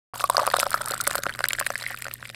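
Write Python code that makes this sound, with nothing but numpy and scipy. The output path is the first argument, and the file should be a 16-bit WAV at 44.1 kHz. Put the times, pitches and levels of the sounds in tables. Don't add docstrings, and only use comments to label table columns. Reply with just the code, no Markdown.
import sys
import numpy as np
from scipy import signal
from scipy.fft import rfft, irfft
from scipy.io import wavfile
from scipy.ndimage import uniform_filter1d

SR = 44100
rng = np.random.default_rng(int(sys.argv[2]) if len(sys.argv) > 2 else 0)


def to_wav(s):
    ch = np.atleast_2d(s).T
    pcm = np.round(np.clip(ch, -1, 1) * 32767)
    wavfile.write(sys.argv[1], SR, pcm.astype(np.int16))


N = 103635

# frequency_hz, density_db
RUMBLE_COLOUR = [(15, 5), (40, 9.5), (160, 5.5), (260, 1.5), (600, -5.5), (1500, -37), (16000, -64)]
# time_s, level_db
RUMBLE_LEVEL = [(.2, -54), (1.15, -49), (2.2, -57)]
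# pitch_hz, level_db
HUM_PARTIALS = [(120.2, -52), (227, -62.5)]
# frequency_hz, t60_s
KITCHEN_DECAY = [(150, 0.4), (1000, 0.033), (5000, 0.051), (15000, 0.026)]
# pitch_hz, t60_s, gain_db
MUG_MODES = [(570, 0.032, 10), (695, 0.019, 4), (8200, 0.024, -20)]
# time_s, pitch_hz
COLUMN_NOTE = [(.3, 1095), (.7, 1310), (1.1, 1370), (1.5, 1535), (1.85, 1840)]
# frequency_hz, gain_db
SPRAY_COLOUR = [(300, -40), (1200, 1), (2800, -3.5), (4700, -1), (6500, -12), (7900, 0.5), (9500, -0.5),
                (11000, -5), (12300, -1), (16000, -13)]
# start_s, level_db, centre_hz
SPRAY_DROPS = [(0.241, -22.5, 12100), (0.2995, -15, 9360), (0.3683, -22, 5530), (0.4672, -16.5, 9160),
               (0.501, -22, 4450), (0.54, -29, 3470), (0.5671, -19.5, 8860), (0.5992, -14.5, 9370),
               (0.6063, -18, 7660), (0.7059, -21, 9800), (0.73, -23.5, 4170), (0.817, -21.5, 8500),
               (0.859, -21, 8600), (0.8842, -20.5, 9030), (0.909, -19.5, 7700), (0.919, -22, 4300),
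               (0.943, -22.5, 8200), (0.9783, -28, 8200), (1.009, -20, 6330), (1.012, -16.5, 8320),
               (1.039, -24.5, 14700), (1.0687, -23, 3580), (1.076, -10.5, 10570), (1.1064, -23.5, 3860),
               (1.1106, -23.5, 8500), (1.131, -26.5, 7200), (1.154, -20, 8260), (1.158, -18.5, 13500),
               (1.181, -23, 4320), (1.235, -20.5, 6800), (1.3383, -30, 3920), (1.391, -28.5, 8060),
               (1.4406, -18.5, 4520), (1.4856, -14.5, 11700), (1.5325, -16.5, 7200), (1.5946, -20.5, 7060),
               (1.5989, -16, 9300), (1.664, -22, 8840), (1.6704, -22.5, 8900), (1.827, -28.5, 4800),
               (1.988, -31.5, 11800), (2.0215, -25.5, 7800), (2.0447, -29, 7460), (2.1382, -21, 12600),
               (2.292, -32, 3780)]
# time_s, burble_db, patter_db
STREAM_FLOW = [(.14, -39.5, -42), (.21, -42.5, -35.5), (.29, -49, -46), (.42, -35, -39.5),
               (.58, -37.5, -38.5), (.72, -40, -43), (.9, -36.5, -41), (.98, -43, -45.5),
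               (1.17, -42, -41.5), (1.36, -49.5, -55), (1.5, -47.5, -40.5), (1.72, -48.5, -47.5),
               (1.86, -42, -39.5), (2.0, -53, -52), (2.08, -49, -49.5), (2.18, -53, -53), (2.35, -59, -52)]
# start_s, level_db, pitch_hz, decay_cycles
TRAPPED_BUBBLES = [(0.207, -14.5, 1260, 0.77), (0.24, -6.5, 1134, 4.5), (0.2518, -29, 1200, 5.6),
                   (0.2984, -5.5, 970, 2.3), (0.3466, -17, 1120, 3.3), (0.353, -22.5, 1210, 1.8),
                   (0.3679, -4, 4740, 5.1), (0.368, -7.5, 1510, 0.75), (0.38, -5, 938, 2.2),
                   (0.393, -9, 1090, 0.88), (0.3971, -7.5, 1090, 0.92), (0.4103, -32, 1140, 3.2),
                   (0.4323, -13.5, 850, 3.9), (0.4511, -17, 1280, 1), (0.4668, -13, 1200, 0.99),
                   (0.476, -5, 990, 0.77), (0.514, -17.5, 1900, 1.9), (0.5368, -11.5, 1370, 2),
                   (0.5407, -0.5, 920, 0.77), (0.5653, -7.5, 1250, 0.64), (0.5859, -12.5, 850, 1),
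                   (0.5936, -5.5, 5200, 1.2), (0.6, -4, 2300, 0.26), (0.6299, -5, 1130, 0.88),
                   (0.6663, -9, 950, 0.68), (0.7166, -15.5, 1370, 0.93), (0.7423, -4.5, 1320, 1.4),
                   (0.8124, -14.5, 1370, 1.24), (0.8753, -20.5, 1237, 9), (0.9028, -20, 1380, 1.6),
                   (0.91, -26, 463, 0.79), (0.937, -15, 1255, 1.6), (1.0023, -16.5, 1390, 4),
                   (1.069, -11, 1970, 2.9), (1.0734, -6, 1290, 0.8), (1.076, -27, 570, 1.03),
                   (1.111, -10.5, 1380, 0.42), (1.1475, -17.5, 1280, 1.6), (1.1542, -6.5, 1140, 0.51),
                   (1.181, -16, 1350, 1.4), (1.187, -20.5, 540, 0.27), (1.2355, -13, 1820, 0.81),
                   (1.2565, -19.5, 1350, 2.5), (1.2658, -7.5, 1270, 0.82), (1.266, -17, 388, 0.31),
                   (1.2873, -24, 1700, 1), (1.294, -13.5, 1700, 1.5), (1.2999, -20, 1640, 1.2),
                   (1.325, -29, 3080, 3.7), (1.35, -19.5, 1690, 0.78), (1.3912, -12, 1490, 0.4),
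                   (1.406, -10, 1180, 0.36), (1.4409, -5, 1584, 1.8), (1.4532, -14.5, 2300, 0.69),
                   (1.4565, -11.5, 1670, 0.6), (1.488, -11, 3670, 1.3), (1.5065, -10.5, 2210, 1.3),
                   (1.532, -6.5, 2320, 0.41), (1.5502, -21, 1930, 1.4), (1.586, -14.5, 1770, 1.1),
                   (1.601, -11.5, 1720, 0.6), (1.6118, -10, 1140, 1.4), (1.625, -17, 1680, 1.1),
                   (1.666, -6, 1800, 1.15), (1.7038, -8, 1200, 0.32), (1.7379, -24, 1610, 6.1),
                   (1.7556, -11.5, 1870, 2.1), (1.8117, -27.5, 4010, 16), (1.8223, -17, 1740, 0.47),
                   (1.8385, -21, 1640, 2.4), (1.8641, -14, 2100, 3.2), (1.8995, -26.5, 1850, 1.6),
                   (1.9045, -17.5, 1720, 1.06), (1.9135, -24, 1120, 0.27), (1.9251, -26, 2000, 1.4),
                   (1.944, -19, 1470, 1.7), (1.9744, -23, 2550, 1.8), (2.022, -17, 2200, 0.71),
                   (2.043, -25.5, 2390, 2.5), (2.0541, -21.5, 1450, 2.9), (2.0666, -15.5, 1430, 0.33),
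                   (2.0828, -17, 1540, 0.41), (2.113, -19.5, 2740, 0.6), (2.2273, -19.5, 1510, 1.2),
                   (2.254, -20, 2260, 0.98), (2.3, -17, 2180, 0.23), (2.346, -20.5, 2270, 0.47)]

PLOP_DB, SNAP_DB, SPLASH_DB, REVERB_DB = -3.5, -2, -20, -30
PLOP_WIDTH, SNAP_WIDTH, PATTER_WIDTH, RUMBLE_WIDTH = 0.02, 0.34, 0.12, 0.14


def amp(db):
    return 10 ** (np.asarray(db) / 20)


def unit(x):
    return x / np.sqrt(np.mean(x ** 2) + 1e-20)


def stereo(mid, side):
    return np.array([mid + side, mid - side])


def by_hz(points, hz):
    f, value = np.transpose(points)
    return np.interp(np.log(hz + 1), np.log(f), value)


def by_time(points, column=1):
    rows = np.array(points)
    return np.interp(np.arange(N) / SR, rows[:, 0], rows[:, column])


def add(mix, start_s, sound):
    part = mix[..., max(round(start_s * SR), 0):][..., :sound.shape[-1]]
    part += sound[..., :part.shape[-1]]


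def arrivals(clumps, per_s, spread_db):
    hits = rng.random(N) < per_s / SR
    return hits * amp(spread_db * np.minimum(rng.exponential(1, N), 3.5)) * clumps


def resonate(x, hz, width_hz):
    carrier = np.exp(2j * np.pi * np.cumsum(hz * np.ones(N)) / SR)
    pole = np.exp(-np.pi * width_hz / SR)
    return 2 * (carrier * signal.lfilter([1 - pole], [1, -pole], x / carrier + 1e-18)).real


def low_rumble():
    colour = amp(by_hz(RUMBLE_COLOUR, np.fft.rfftfreq(N, 1 / SR)))
    mid, side = irfft(rfft(rng.standard_normal((2, N))) * colour, N)
    return amp(by_time(RUMBLE_LEVEL)) * unit(stereo(mid, RUMBLE_WIDTH * side))


def appliance_hum():
    t = np.arange(N) / SR
    return sum(amp(db) * np.sqrt(2) * np.sin(2 * np.pi * (hz * t + rng.random()))
               for hz, db in HUM_PARTIALS)


def kitchen_reverb(x, size=20000, build_s=0.008):
    hz, t, spectra = signal.stft(rng.standard_normal((2, size)), SR, nperseg=256)
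    spectra = spectra * amp(-60 * t / by_hz(KITCHEN_DECAY, hz)[:, None])
    spectra[1] *= np.minimum(hz / 6000, 1)[:, None]
    _, tails = signal.istft(spectra, SR, nperseg=256)
    mid, side = tails * np.minimum(np.arange(tails.shape[1]) / SR / build_s, 1)
    return signal.fftconvolve(x, stereo(mid, side) / np.linalg.norm(mid), axes=1)[:, :N]


def mug_echoes(sound, count=5, delay_s=0.0011, level_db=-7):
    out = sound.copy()
    for late, strength in zip(rng.exponential(1, count), rng.standard_normal(count)):
        add(out, delay_s * (0.4 + late), amp(level_db) * strength / np.sqrt(count) * sound)
    return out


def mug_ring(x, column_db=-2.5, scoop_hz=850, low_cut_hz=250):
    rung = x + sum(amp(db) * resonate(x, hz, np.log(1000) / np.pi / t60) for hz, t60, db in MUG_MODES)
    rung += amp(column_db) * resonate(x, by_time(COLUMN_NOTE), width_hz=190)
    notched = signal.lfilter(*signal.iirnotch(scoop_hz, Q=2.33, fs=SR), rung)
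    low_cut = signal.butter(1, low_cut_hz, "high", fs=SR, output="sos")
    return signal.sosfilt(low_cut, (rung + notched) / 2)


def snap(hz, width, size=512, attack_s=0.00025, crack_s=0.00011, fizz_s=0.0015, fizz_db=-7.5):
    t, f = np.arange(size) / SR, np.fft.rfftfreq(size, 1 / SR)
    focus = np.exp(-0.5 * np.log2((f + 1) / hz) ** 2)
    colour = amp(by_hz(SPRAY_COLOUR, f)) * (0.061 + focus)
    attack = 1 - np.exp(-t / attack_s)
    envelope = attack * (np.exp(-t / crack_s) + amp(fizz_db) * np.exp(-t / fizz_s))
    phases = np.exp(2j * np.pi * rng.random((2, len(f))))
    crack, side = irfft(phases * colour, size) * envelope
    ping = unit(attack * bubble(hz, decay_cycles=4, size=size))
    mid = unit(unit(crack) + ping)
    return stereo(mid, width * unit(side)) * np.sqrt(0.0015 * SR / size)


def patter(clumps, voices=36):
    hits = arrivals(clumps, per_s=680, spread_db=4)
    voice = rng.integers(0, voices, N)
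    out = np.zeros((2, N))
    for k, hz in enumerate(np.geomspace(2400, 14500, voices)):
        tick = amp(by_hz(SPRAY_COLOUR, hz)) * snap(hz, PATTER_WIDTH)
        out += signal.oaconvolve((hits * (voice == k))[None], tick, axes=1)[:, :N]
    return unit(out) * amp(by_time(STREAM_FLOW, column=2))


def spray_snaps():
    out = np.zeros((2, N))
    for start_s, db, hz in SPRAY_DROPS:
        add(out, start_s, amp(db + SNAP_DB) * snap(hz, SNAP_WIDTH))
    return out


def bubble(hz, decay_cycles, size=1300, pinch_s=0.00026, wobble_depth=0.066, wobble_cycles=3.3):
    t = np.arange(size) / SR
    wobble = wobble_depth * np.sin(2 * np.pi * (hz * t / wobble_cycles + rng.random()))
    cycles = np.cumsum(hz * (1 + wobble)) / SR
    envelope = (1 - np.exp(-t / pinch_s)) ** 2 * np.exp(-cycles / decay_cycles)
    return -envelope / envelope.max() * np.sin(2 * np.pi * cycles)


def burble(clumps, spread_octaves=0.4):
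    hits = arrivals(clumps, per_s=380, spread_db=3)
    pitch_hz = by_time(COLUMN_NOTE) * 2 ** (spread_octaves * rng.standard_normal(N))
    decay_cycles = 1.63 * rng.uniform(1, 2.43, N)
    out = np.zeros(N)
    for i in np.flatnonzero(hits):
        add(out, i / SR, hits[i] * bubble(pitch_hz[i], decay_cycles[i]))
    return unit(out) * amp(by_time(STREAM_FLOW, column=1))


def plops():
    out = np.zeros((2, N))
    for start_s, db, hz, decay_cycles in TRAPPED_BUBBLES:
        pan = PLOP_WIDTH * rng.standard_normal()
        plop = mug_echoes(bubble(hz, decay_cycles))
        splash = snap(rng.uniform(2370, 6480), SNAP_WIDTH)
        add(out, start_s, amp(db + PLOP_DB) * np.outer([1 + pan, 1 - pan], plop))
        add(out, start_s, amp(db + SPLASH_DB) * splash)
    return out


def scene(clump_s=0.003, clump_db=5):
    surge = unit(uniform_filter1d(rng.standard_normal(N), round(clump_s * SR)))
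    clumps = amp(clump_db * np.minimum(surge, 1))
    tea = mug_ring(plops() + spray_snaps() + patter(clumps) + burble(clumps))
    return tea + amp(REVERB_DB) * kitchen_reverb(tea) + low_rumble() + appliance_hum()


def record(dry, start_s=0.1364, fade_s=0.00031, high_cut_hz=16300):
    gate = np.clip((np.arange(N) / SR - start_s) / fade_s, 0, 1)
    high_cut = signal.firwin(255, high_cut_hz, window=("kaiser", 9), fs=SR)
    return signal.oaconvolve(dry * gate, high_cut[None], "same")


dry = scene()
out = record(dry)
to_wav(out)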